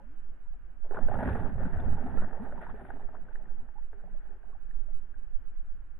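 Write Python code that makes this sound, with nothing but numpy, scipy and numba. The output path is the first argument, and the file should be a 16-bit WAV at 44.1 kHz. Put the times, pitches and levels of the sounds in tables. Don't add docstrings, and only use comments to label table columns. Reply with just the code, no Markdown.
import sys
import numpy as np
from scipy import signal
from scipy.fft import rfft, irfft, next_fast_len
from scipy.io import wavfile
from scipy.ndimage import uniform_filter1d
from numba import njit

SR = 44100
rng = np.random.default_rng(int(sys.argv[2]) if len(sys.argv) > 2 else 0)


def wrap_up_sound(samples):
    columns = np.atleast_2d(samples).T
    tamed = np.clip(columns, -1, 1)
    steps = np.round(tamed * 32767).astype(np.int16)
    wavfile.write(sys.argv[1], SR, steps)


def makeup_ratio(level_db):
    decades = np.asarray(level_db, float) / 20
    return 10 ** decades


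N = 264159
TIME = np.arange(N) / SR
SIZE = 2 * next_fast_len(N // 2 + 1)
HZ = np.maximum(np.fft.rfftfreq(SIZE, 1 / SR), .1)

# (frequency [Hz], level per Hz [dB])
HOUSING = [(18, -31), (32, -3), (95, -4), (130, -11), (165, -9), (277, -12.5), (324, -21), (385, -14),
           (467, -20.5), (868, -17.5), (1050, -29.5), (1490, -26.5), (1810, -29), (2070, -42),
           (3050, -53.5), (3600, -56), (4000, -65.5), (4250, -72), (4500, -105)]
# (frequency [Hz], level per Hz [dB])
TREBLE = [(6000, -70), (7700, -32), (8000, -14), (9900, -10), (10200, 0), (10600, -3), (10900, -9),
          (11100, -4), (11700, -18), (12000, -32), (12500, -14), (12900, -7), (13200, -12), (13650, -5),
          (14400, -16)]


def along(table):
    hz, value = np.transpose(table)
    return np.interp(np.log(HZ), np.log(np.maximum(hz, 1)), value)


def causal(table):
    cepstrum = irfft(along(table) * np.log(10) / 20, SIZE)
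    cepstrum[1:SIZE // 2] *= 2
    cepstrum[SIZE // 2 + 1:] = 0
    return np.exp(rfft(cepstrum))


def shaped(x, response):
    return irfft(rfft(x, SIZE) * response, SIZE)[..., :N]


def level(x, db):
    return x * makeup_ratio(db) / np.sqrt(np.mean(x ** 2))


def walk(rate):
    k = int(SR / rate)
    held = np.repeat(rng.standard_normal(N // k + 1), k)
    steps = uniform_filter1d(uniform_filter1d(held, k), k)[:N]
    return steps / steps.std()


def tents(s, db, rise, fall):
    late = TIME[::32] - np.array(s)[:, None]
    slope_db = np.where(late < 0, -rise * late, fall * late)
    gain = makeup_ratio(np.array(db)[..., None] - slope_db)
    total = np.sqrt(np.sum(gain ** 2, axis=-2))
    return uniform_filter1d(np.repeat(total, 32, axis=-1), 64)[..., :N]


def hush():
    # (frequency [Hz], level per Hz [dB])
    air_shape = [(22, -16.5), (31, -1.5), (45, -2), (56, -16.5), (75, -19), (130, -34), (190, -28.5),
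                 (260, -31.5), (400, -38), (700, -40), (1200, -41.5), (1550, -37), (2000, -48.5),
                 (3000, -55.5), (3700, -71.5), (4500, -74)]
    # (frequency [Hz], likeness [-1 to 1])
    air_alike = [(40, .1), (100, -.1), (180, -.5), (300, -.5), (520, -.1), (890, .5), (1520, .3), (2600, 0)]
    alike = along(air_alike)
    colour = makeup_ratio(along(air_shape))
    mid = shaped(rng.standard_normal(N), colour)
    side = shaped(rng.standard_normal(N), colour * np.sqrt((1 - alike) / (1 + alike)))
    air = np.array([mid + side, mid - side]) * makeup_ratio(-53 + .6 * walk(3)) / mid.std()
    hiss = shaped(rng.standard_normal((2, N)), makeup_ratio(np.maximum(along(TREBLE), -13) / 8))
    return air + level(hiss, -96)


@njit
def ring(n, s, hz, size, swell, t60, rise):
    out = np.zeros(n)
    for k in range(len(s)):
        start = int(s[k] * SR)
        z, step = 1 + 0j, 2 * np.pi * hz[k] / SR
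        fade, climb = np.exp(-np.log(1000) / (t60[k] * SR)), 2 ** (rise[k] / SR)
        grow = max(swell[k] * SR, 1.)
        for i in range(min(int(grow + 1.4 * t60[k] * SR), n - start)):
            if i % 8 == 0:
                turn = np.exp(1j * min(step, 2.8))
            z *= turn if i < grow else turn * fade
            step *= climb
            out[start + i] += size[k] * z.imag * np.sin(np.pi / 2 * min(i / grow, 1.)) ** 2
    return out


def gurgles():
    # (time [s], start pitch [Hz], peak level [dB], life [s], rise [octaves/s])
    slow_pockets = [(.0, 172, -59.5, .165, 6.3), (.0, 505, -64.5, .065, 5), (.908, 390, -39, .018, 5),
                    (1.186, 600, -36, .024, 30), (1.253, 224, -36, .022, 10), (1.268, 215.4, -35, .03, 14),
                    (1.283, 330, -36, .018, 14), (1.8, 66, -38, .13, 2.5), (2.03, 225, -40, .07, 6.8),
                    (2.2, 183, -45, .08, 3), (2.395, 180, -39, .062, 12), (2.93, 260, -52, .05, 4),
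                    (3.57, 205, -59, .1, 2.5), (3.755, 815, -53, .028, 3), (3.932, 371, -61, .075, 3),
                    (4.03, 178.5, -57, .06, .7), (4.095, 182, -59, .075, 3), (4.15, 215, -64, .05, 3.3),
                    (4.49, 302, -67, .04, 50), (4.7, 20, -38, .36, 0.11), (5.47, 40, -52, .2, 1.2)]
    lean, flat = .7, .8
    out = np.zeros(N)
    for s, hz, db, life, rise in slow_pockets:
        t = np.arange(int(life * SR)) / SR
        shape = np.sin(np.pi * (t / life) ** lean) ** flat
        tone = np.sin(2 * np.pi * np.cumsum(hz * 2 ** (rise * t)) / SR)
        start = int(s * SR)
        out[start:start + len(t)] += makeup_ratio(db) * shape * tone
    return out


def bubbles():
    # (time [s], start pitch [Hz], peak level [dB], T60 [s], rise [octaves/s])
    large = [(.0, 841, -55, 0.077, 0.77), (.97, 1397, -39, 0.04, 3.7), (1.113, 554, -29.5, .016, 80),
             (1.139, 583, -30, 0.024, 40), (.932, 517, -38.5, .015, 79), (1.233, 1486, -41.5, 0.033, 3),
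             (1.286, 1474, -39.5, 0.025, 3), (1.349, 544, -31, .018, 70), (2.69, 955, -42, 0.04, 40),
             (2.888, 702, -46.5, 0.084, 13), (3.139, 542, -48, 0.077, 95), (3.153, 600, -51.5, 0.05, 95),
             (3.228, 165, -58.5, 0.046, 6.8), (3.355, 1315, -50.5, 0.032, 140),
             (3.459, 181, -58, 0.051, 4.3), (2.902, 1295, -47, .02, 50), (2.062, 650, -39.5, .025, 30),
             (2.557, 701, -45, 0.022, 40), (4.302, 386, -57.5, 0.037, 3.7), (4.34, 347, -64, 0.073, 6),
             (4.074, 638, -50.5, 0.024, 40), (4.437, 643, -57, 0.037, 60), (4.882, 578, -57.5, 0.1, 11)]
    # (time [s], pitch [Hz], peak level [dB])
    small = [(.455, 902, -62.5), (.845, 390, -60), (.921, 1050, -46), (.956, 1000, -43), (.972, 1130, -43),
             (1.01, 780, -44), (1.598, 503, -41.5), (1.652, 1450, -45.5), (1.742, 1644, -44.5),
             (2.08, 733, -40.5), (2.512, 1430, -51), (2.588, 873, -45.5), (2.622, 637, -46),
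             (2.81, 572, -47), (3.178, 630, -55), (3.485, 1490, -65), (3.6, 905, -64), (3.825, 1880, -67),
             (4.29, 1500, -65), (4.43, 1550, -63.5), (.535, 692, -60), (.855, 586, -55),
             (2.182, 1326, -42.5), (3.284, 1494, -52.5), (3.405, 590, -56), (3.51, 770, -58),
             (3.78, 860, -51), (3.31, 870, -58), (3.455, 1780, -59), (4.01, 610, -63), (4.14, 570, -54.5),
             (4.35, 378, -63), (4.527, 1070, -55), (4.548, 746, -56.5), (4.709, 1740, -59.5),
             (5.141, 1550, -55)]
    pop_cycles, pop_rise_oct_per_s, swell_cycles = 40, 8.1, 3.45
    pops = [(s, hz, db, pop_cycles / hz, pop_rise_oct_per_s) for s, hz, db in small]
    s, hz, db, t60, rise = np.transpose(large + pops)
    quick = ring(N, s, hz, makeup_ratio(db), swell_cycles / hz, t60, rise)

    wobble_hz = 90 * (1 + .4 * np.sin(2 * np.pi * 17 * TIME))
    wobble = makeup_ratio(3.6 * np.sin(2 * np.pi * np.cumsum(wobble_hz) / SR))

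    dip = 1 - .5 * np.exp(-(np.log2(HZ / 1170) / .18) ** 2)
    return shaped(wobble * quick + gurgles(), dip / (1 + (HZ / 1974) ** 14))


def swell():
    # (time [s], level [dB], left minus right [dB])
    waves = [(.08, -40, -2), (0.25, -32, -5), (0.5, -35, -4), (0.85, -29, -6), (1.05, -23, -9),
             (1.42, -30, -11), (1.63, -28, -5), (1.8, -26, -6), (1.94, -24, -6), (2.2, -24, -5),
             (2.33, -31, -4), (2.54, -34, -7), (2.72, -39, -5), (3.03, -32, -8), (3.18, -37, -6),
             (3.38, -35, -9), (3.55, -30, -7), (3.81, -35, -10), (3.92, -38, -4), (4.14, -33, -7),
             (4.3, -39, -7), (4.47, -38, -8), (4.64, -37, -9), (4.79, -31, -13), (4.95, -30, -10),
             (5.17, -34, -11), (5.36, -33, -12), (5.6, -28, -7), (5.72, -37, -3), (5.9, -39, -5)]
    # (frequency [Hz], level per Hz [dB])
    wave_shape = [(1.5, -12), (4, 0), (12, -2), (17, -8), (22, -20), (30, -45), (60, -90), (300, -180)]
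    s, db, pan_db = np.transpose(waves)
    shared, own = shaped(rng.standard_normal((2, N)), makeup_ratio(along(wave_shape)))
    pair = np.array([np.roll(shared, SR // 50) + .5 * own, shared])
    pair = pair / np.sqrt(uniform_filter1d(pair ** 2, SR // 5, axis=1))
    side_db = db + 2.8 + pan_db * np.array([[.5], [-.5]])
    gain = tents(s, side_db, rise=110, fall=110)
    gain = uniform_filter1d(uniform_filter1d(gain, SR // 20), SR // 20)
    return pair * gain * np.minimum(TIME / .03, 1) ** 2


def slaps():
    # (time [s], peak level [dB], pitch of trapped air [Hz], crack level [dB])
    body = [(0.845, -47, 647, -13), (0.91, -33, 422, -12.5), (.921, -38.5, 458, -6),
            (0.933, -37.5, 630, -14.5), (0.946, -28.5, 441, -7), (0.969, -35.5, 815, -6),
            (0.989, -27.5, 590, -12), (1.085, -23.5, 595, -17.5), (1.097, -31, 728, -11.5),
            (1.141, -36.5, 646, -0.5), (1.189, -36, 595, -4), (1.229, -24, 594, -10),
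            (1.275, -28, 558, -6.5), (1.288, -30.5, 398, -5), (1.35, -27.5, 648, -8.5),
            (1.458, -47.5, 820, 4), (1.499, -42, 752, -9.5), (1.557, -40, 514, -13),
            (1.739, -39.5, 700, -10.5), (1.77, -54, 624, -8.5), (1.788, -45.5, 637, 1.5),
            (1.801, -61, 3480, 16.5), (1.882, -40.5, 477, -6), (2.025, -41.5, 746, -2.5),
            (2.062, -38.5, 603, -10), (2.085, -40.5, 756, -7), (2.141, -41.5, 775, -10),
            (2.221, -32, 574, -12), (2.33, -51, 800, 9), (2.398, -53, 588, -6), (1.208, -40, 795, 0),
            (1.259, -32, 418, -9.5), (1.58, -42, 517, -4), (1.632, -41, 601, -0.5),
            (1.929, -45.5, 404, -3.5), (1.971, -42.5, 899, -8.5), (2.174, -41, 518, -4)]
    # (time [s], peak level [dB], pitch of trapped air [Hz], crack level [dB])
    falling = [(2.524, -35, 560, -10), (2.558, -46.5, 816, -1), (2.577, -41.5, 915, -6.5),
               (2.615, -45.5, 774, 4.5), (2.666, -41.5, 925, -3), (2.742, -40.5, 394, -11),
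               (2.814, -44, 546, -6), (2.85, -51.5, 644, 7), (2.904, -44.5, 770, 5),
               (2.996, -44, 780, -18.5), (3.089, -49, 606, -0.5), (3.142, -49, 720, -12),
               (3.284, -53, 464, -5), (3.357, -60, 1690, 8.5), (3.509, -54, 490, -9.5),
               (3.565, -61, 760, -9.5), (3.688, -61.5, 780, 5), (3.931, -48.5, 417, -0.5),
               (3.997, -66.5, 1520, 6), (4.039, -50, 580, -10)]
    s, db, hz, crack_db = np.transpose(body + falling)
    counts = [len(body), len(falling)]
    t60 = np.repeat([.02, .055], counts)
    tick_db = np.repeat([-39, -38.5], counts)
    spray_db = crack_db + tick_db + 1.5 * np.resize(rng.standard_normal(size=50), len(s))

    same = np.ones_like(s)
    out = ring(N, s, hz, makeup_ratio(db - 3.5), .0015 * same, t60, 6.1 * same)
    crack = causal(HOUSING) / (1 + (450 / HZ) ** 4) / (1 + (HZ / 2600) ** 3)
    for colour, gain_db, fade_s in ((crack, db + crack_db, .0035), (causal(TREBLE), db + spray_db, .004)):
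        blows = np.zeros(N)
        blows[(s * SR).astype(int)] = makeup_ratio(gain_db)
        blows = uniform_filter1d(blows, size=65, origin=-32)
        puffs = signal.lfilter([1], [1, -np.exp(-1 / (fade_s * SR))], blows)
        colour = colour / np.sqrt(np.mean(np.abs(colour) ** 2))
        out = out + shaped(puffs * rng.standard_normal(N), colour)
    return out


def grains(lo_hz, hi_hz, count, cycles, spread_db, glide, wash_db, patchy_db, colour):
    when, pitch, big, long = rng.random((count, 4)).T
    hz = lo_hz * (hi_hz / lo_hz) ** pitch
    t60 = cycles * (.45 + 1.25 * long) / hz
    size = hz * makeup_ratio(-spread_db * np.log(np.maximum(big, .02)))
    cloud = ring(N, when * N / SR, hz, size, .5 / hz, t60, glide / t60)
    band = colour / (1 + (lo_hz / HZ) ** 8) / (1 + (HZ / hi_hz) ** 8)
    cloud = level(shaped(cloud, band), 0)
    wash = level(shaped(rng.standard_normal(N), band), 0)
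    ends = np.clip(np.minimum(TIME, TIME[::-1]) / .004, 0, 1)
    return level((cloud + makeup_ratio(wash_db) * wash) * makeup_ratio(patchy_db * walk(22.03)) * ends, 0)


def lulls():
    # (time [s], depth [dB], width [s])
    breaths = [(0.927, 13, 0.0055), (.94, 5, 0.0028), (1.003, 5, .003), (1.064, 5, .004), (1.078, 7, .005),
               (1.106, 12, .005), (1.127, 7, .004), (1.137, 6, .003), (1.163, 6.5, 0.0034),
               (1.182, 6.5, .005), (1.223, 4.5, .003), (1.245, 3, .004), (1.27, 5, .004), (1.343, 5, .007),
               (1.57, 3.5, 0.011), (1.72, 3, 0.0076), (1.96, 3.5, 0.0084), (2.055, 4, 0.0052),
               (2.21, 4.5, 0.0054), (2.265, 6, 0.013), (2.32, 6.5, .006), (2.5, 2, .015), (2.548, 5, .008),
               (2.603, 5, .005), (2.735, 8, 0.0081), (2.838, 4.5, .008), (2.875, 3.5, 0.0055),
               (2.985, 6.5, .01), (3.06, 3, 0.017), (3.12, 4.5, 0.013), (3.27, 1.5, .012), (3.34, 3, .012),
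               (3.385, 3, 0.011), (3.47, 2.5, 0.026), (3.73, 1.5, .02), (3.9, 4, .02)]
    db = np.zeros(N)
    for s, depth_db, width in breaths:
        near = slice(int((s - .1) * SR), int((s + .1) * SR))
        db[near] -= depth_db * np.exp(-((TIME[near] - s) / width) ** 2)
    return makeup_ratio(db)


def churn():
    # (time [s], churn level [dB], depth [dB]); deep strokes gulp, shallow ones froth
    effort = [(0.0, -79.5, 3), (0.89, -78, -6.5), (0.955, -43, -14.5), (1.001, -47, 0.5), (1.06, -50, -1),
              (1.101, -40.5, -4), (1.249, -35.5, 1), (1.37, -39.5, -1), (1.56, -50, 6.5), (1.61, -43, 1.5),
              (1.93, -47, 2.5), (2.199, -46.5, 5.5), (2.35, -49.5, -3.5), (2.98, -53, 1.5),
              (3.2, -61.5, 1.5), (3.42, -62.5, 0), (3.64, -64.5, 0.5), (3.9, -74, -1.5), (4.05, -63.5, -3)]
    # (time [s], level [dB], brightness [dB])
    tail_beats = [(0.859, -55, -11), (.915, -49, -9.5), (.952, -46, -2), (0.981, -37.5, -10.5),
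                  (1.135, -47, 5), (1.2, -37, 2.5), (1.28, -38, 2), (1.354, -43.5, 0), (1.6, -46, -8.5),
                  (1.738, -43.5, 3), (1.85, -41, -5.5), (2.082, -42.5, -9.5), (2.17, -49, 0.5),
                  (2.228, -41, -5), (2.439, -58.5, 14.5), (2.63, -49.5, 10.5), (2.699, -47, 0.5),
                  (2.8, -51, 2.5), (2.9, -54.5, 1), (3.149, -54.5, 0.5), (3.32, -72.5, 17), (3.79, -73, 13),
                  (3.94, -67.5, 12), (4.26, -63, -2), (4.33, -65.5, 7.5), (4.5, -62.5, 3)]
    # (time [s], level [dB])
    body_rolls = [(1.06, -46.5), (1.159, -31.5), (1.221, -41.5), (1.279, -28), (1.361, -29.5), (1.549, -32),
                  (1.631, -33), (1.76, -34), (1.87, -32.5), (1.919, -33), (2.13, -37.5), (2.221, -43),
                  (2.421, -43), (2.55, -50.5), (2.75, -50), (2.9, -49.5), (3.021, -53), (3.162, -53.5),
                  (3.281, -64)]
    s, db, depth_db = np.transpose(effort)
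    depth_db = np.interp(TIME, s, depth_db)
    settle_db = 13.5 * np.maximum(TIME - s[-1], 0)
    db = np.interp(TIME, s, db, left=-200) - settle_db

    fizz_db = -9.5
    s, beat_db, bright_db = np.transpose(tail_beats)
    beats, bright = tents(s, [beat_db, beat_db + bright_db + fizz_db], rise=501.5, fall=313.5)
    rolls = tents(*np.transpose(body_rolls), rise=138, fall=148)
    dips = lulls()
    gulping = np.hypot(makeup_ratio(db + depth_db), makeup_ratio(-14) * rolls)
    frothing = np.hypot(makeup_ratio(db), beats) * dips
    fizzing = np.hypot(makeup_ratio(fizz_db - 49 + .9025 * (db + 50)), bright) * dips

    case = causal(HOUSING)
    heave = grains(33.4, 154.4, count=500, cycles=6.6, spread_db=0, glide=.22,
                   wash_db=-3.5, patchy_db=-.6, colour=case)
    gulp = grains(120.2, 340.6, count=900, cycles=13.4, spread_db=3.5, glide=1,
                  wash_db=-3, patchy_db=2.5, colour=case)
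    froth = grains(308, 1271, count=3600, cycles=13, spread_db=3, glide=.19,
                   wash_db=-2.5, patchy_db=2, colour=case)
    fizz = grains(1093, 5200, count=7000, cycles=10, spread_db=3.5, glide=.48,
                  wash_db=-3.5, patchy_db=2.5, colour=case)
    spray = grains(6900, 13000, count=9000, cycles=9, spread_db=3.5, glide=.04,
                   wash_db=-6, patchy_db=4.5, colour=causal(TREBLE))
    sizes = ((heave, rolls), (gulp, gulping), (froth, frothing), (fizz, fizzing), (spray, fizzing * makeup_ratio(-30)))
    shared, left, right = (sum(gain * makeup_ratio(-2.5) * np.roll(water, k * N // 3) for water, gain in sizes)
                           for k in range(3))
    return shared, np.array([left, right])


def ports(shared, own):
    # (frequency [Hz], left minus right [dB])
    tilt_db = [(60, -4.5), (140, -6), (210, -5), (320, 2), (490, 1.5), (740, -1.5), (1130, 0), (1710, 1.5),
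               (2600, 0.5)]
    # (frequency [Hz], lead of the left port [radians])
    lead = [(60, .35), (110, .45), (180, .85), (300, 1.45), (520, .3), (1030, .1), (1290, -.2), (1550, .5),
            (1810, -.9), (2410, -1.5), (3000, 0)]
    # (frequency [Hz], share that differs between the ports [0-1])
    apart = [(60, 0.05), (900, 0.01), (1500, 0.58), (2500, 0.86), (6000, 0.98), (9000, 0.8)]
    half = makeup_ratio(along(tilt_db) / 2) * np.exp(.5j * along(lead))
    loose = np.clip(along(apart), 0, .95)
    pair = np.array([half, 1 / half])
    pair = pair / np.sqrt((1 - loose) * np.abs(pair.mean(axis=0)) ** 2 + loose / 2)
    return shaped(shared, pair * np.sqrt(1 - loose)) + shaped(own, pair * np.sqrt(loose))


def scene():
    shared, own = churn()
    single = slaps() + bubbles()
    return ports(shared + single, own + single) + swell() + hush()


def top_cut(x):
    return signal.sosfilt(signal.butter(12, 14450, fs=SR, output="sos"), x)


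def record(dry):
    return top_cut(dry)


dry = scene()
out = record(dry)
wrap_up_sound(out)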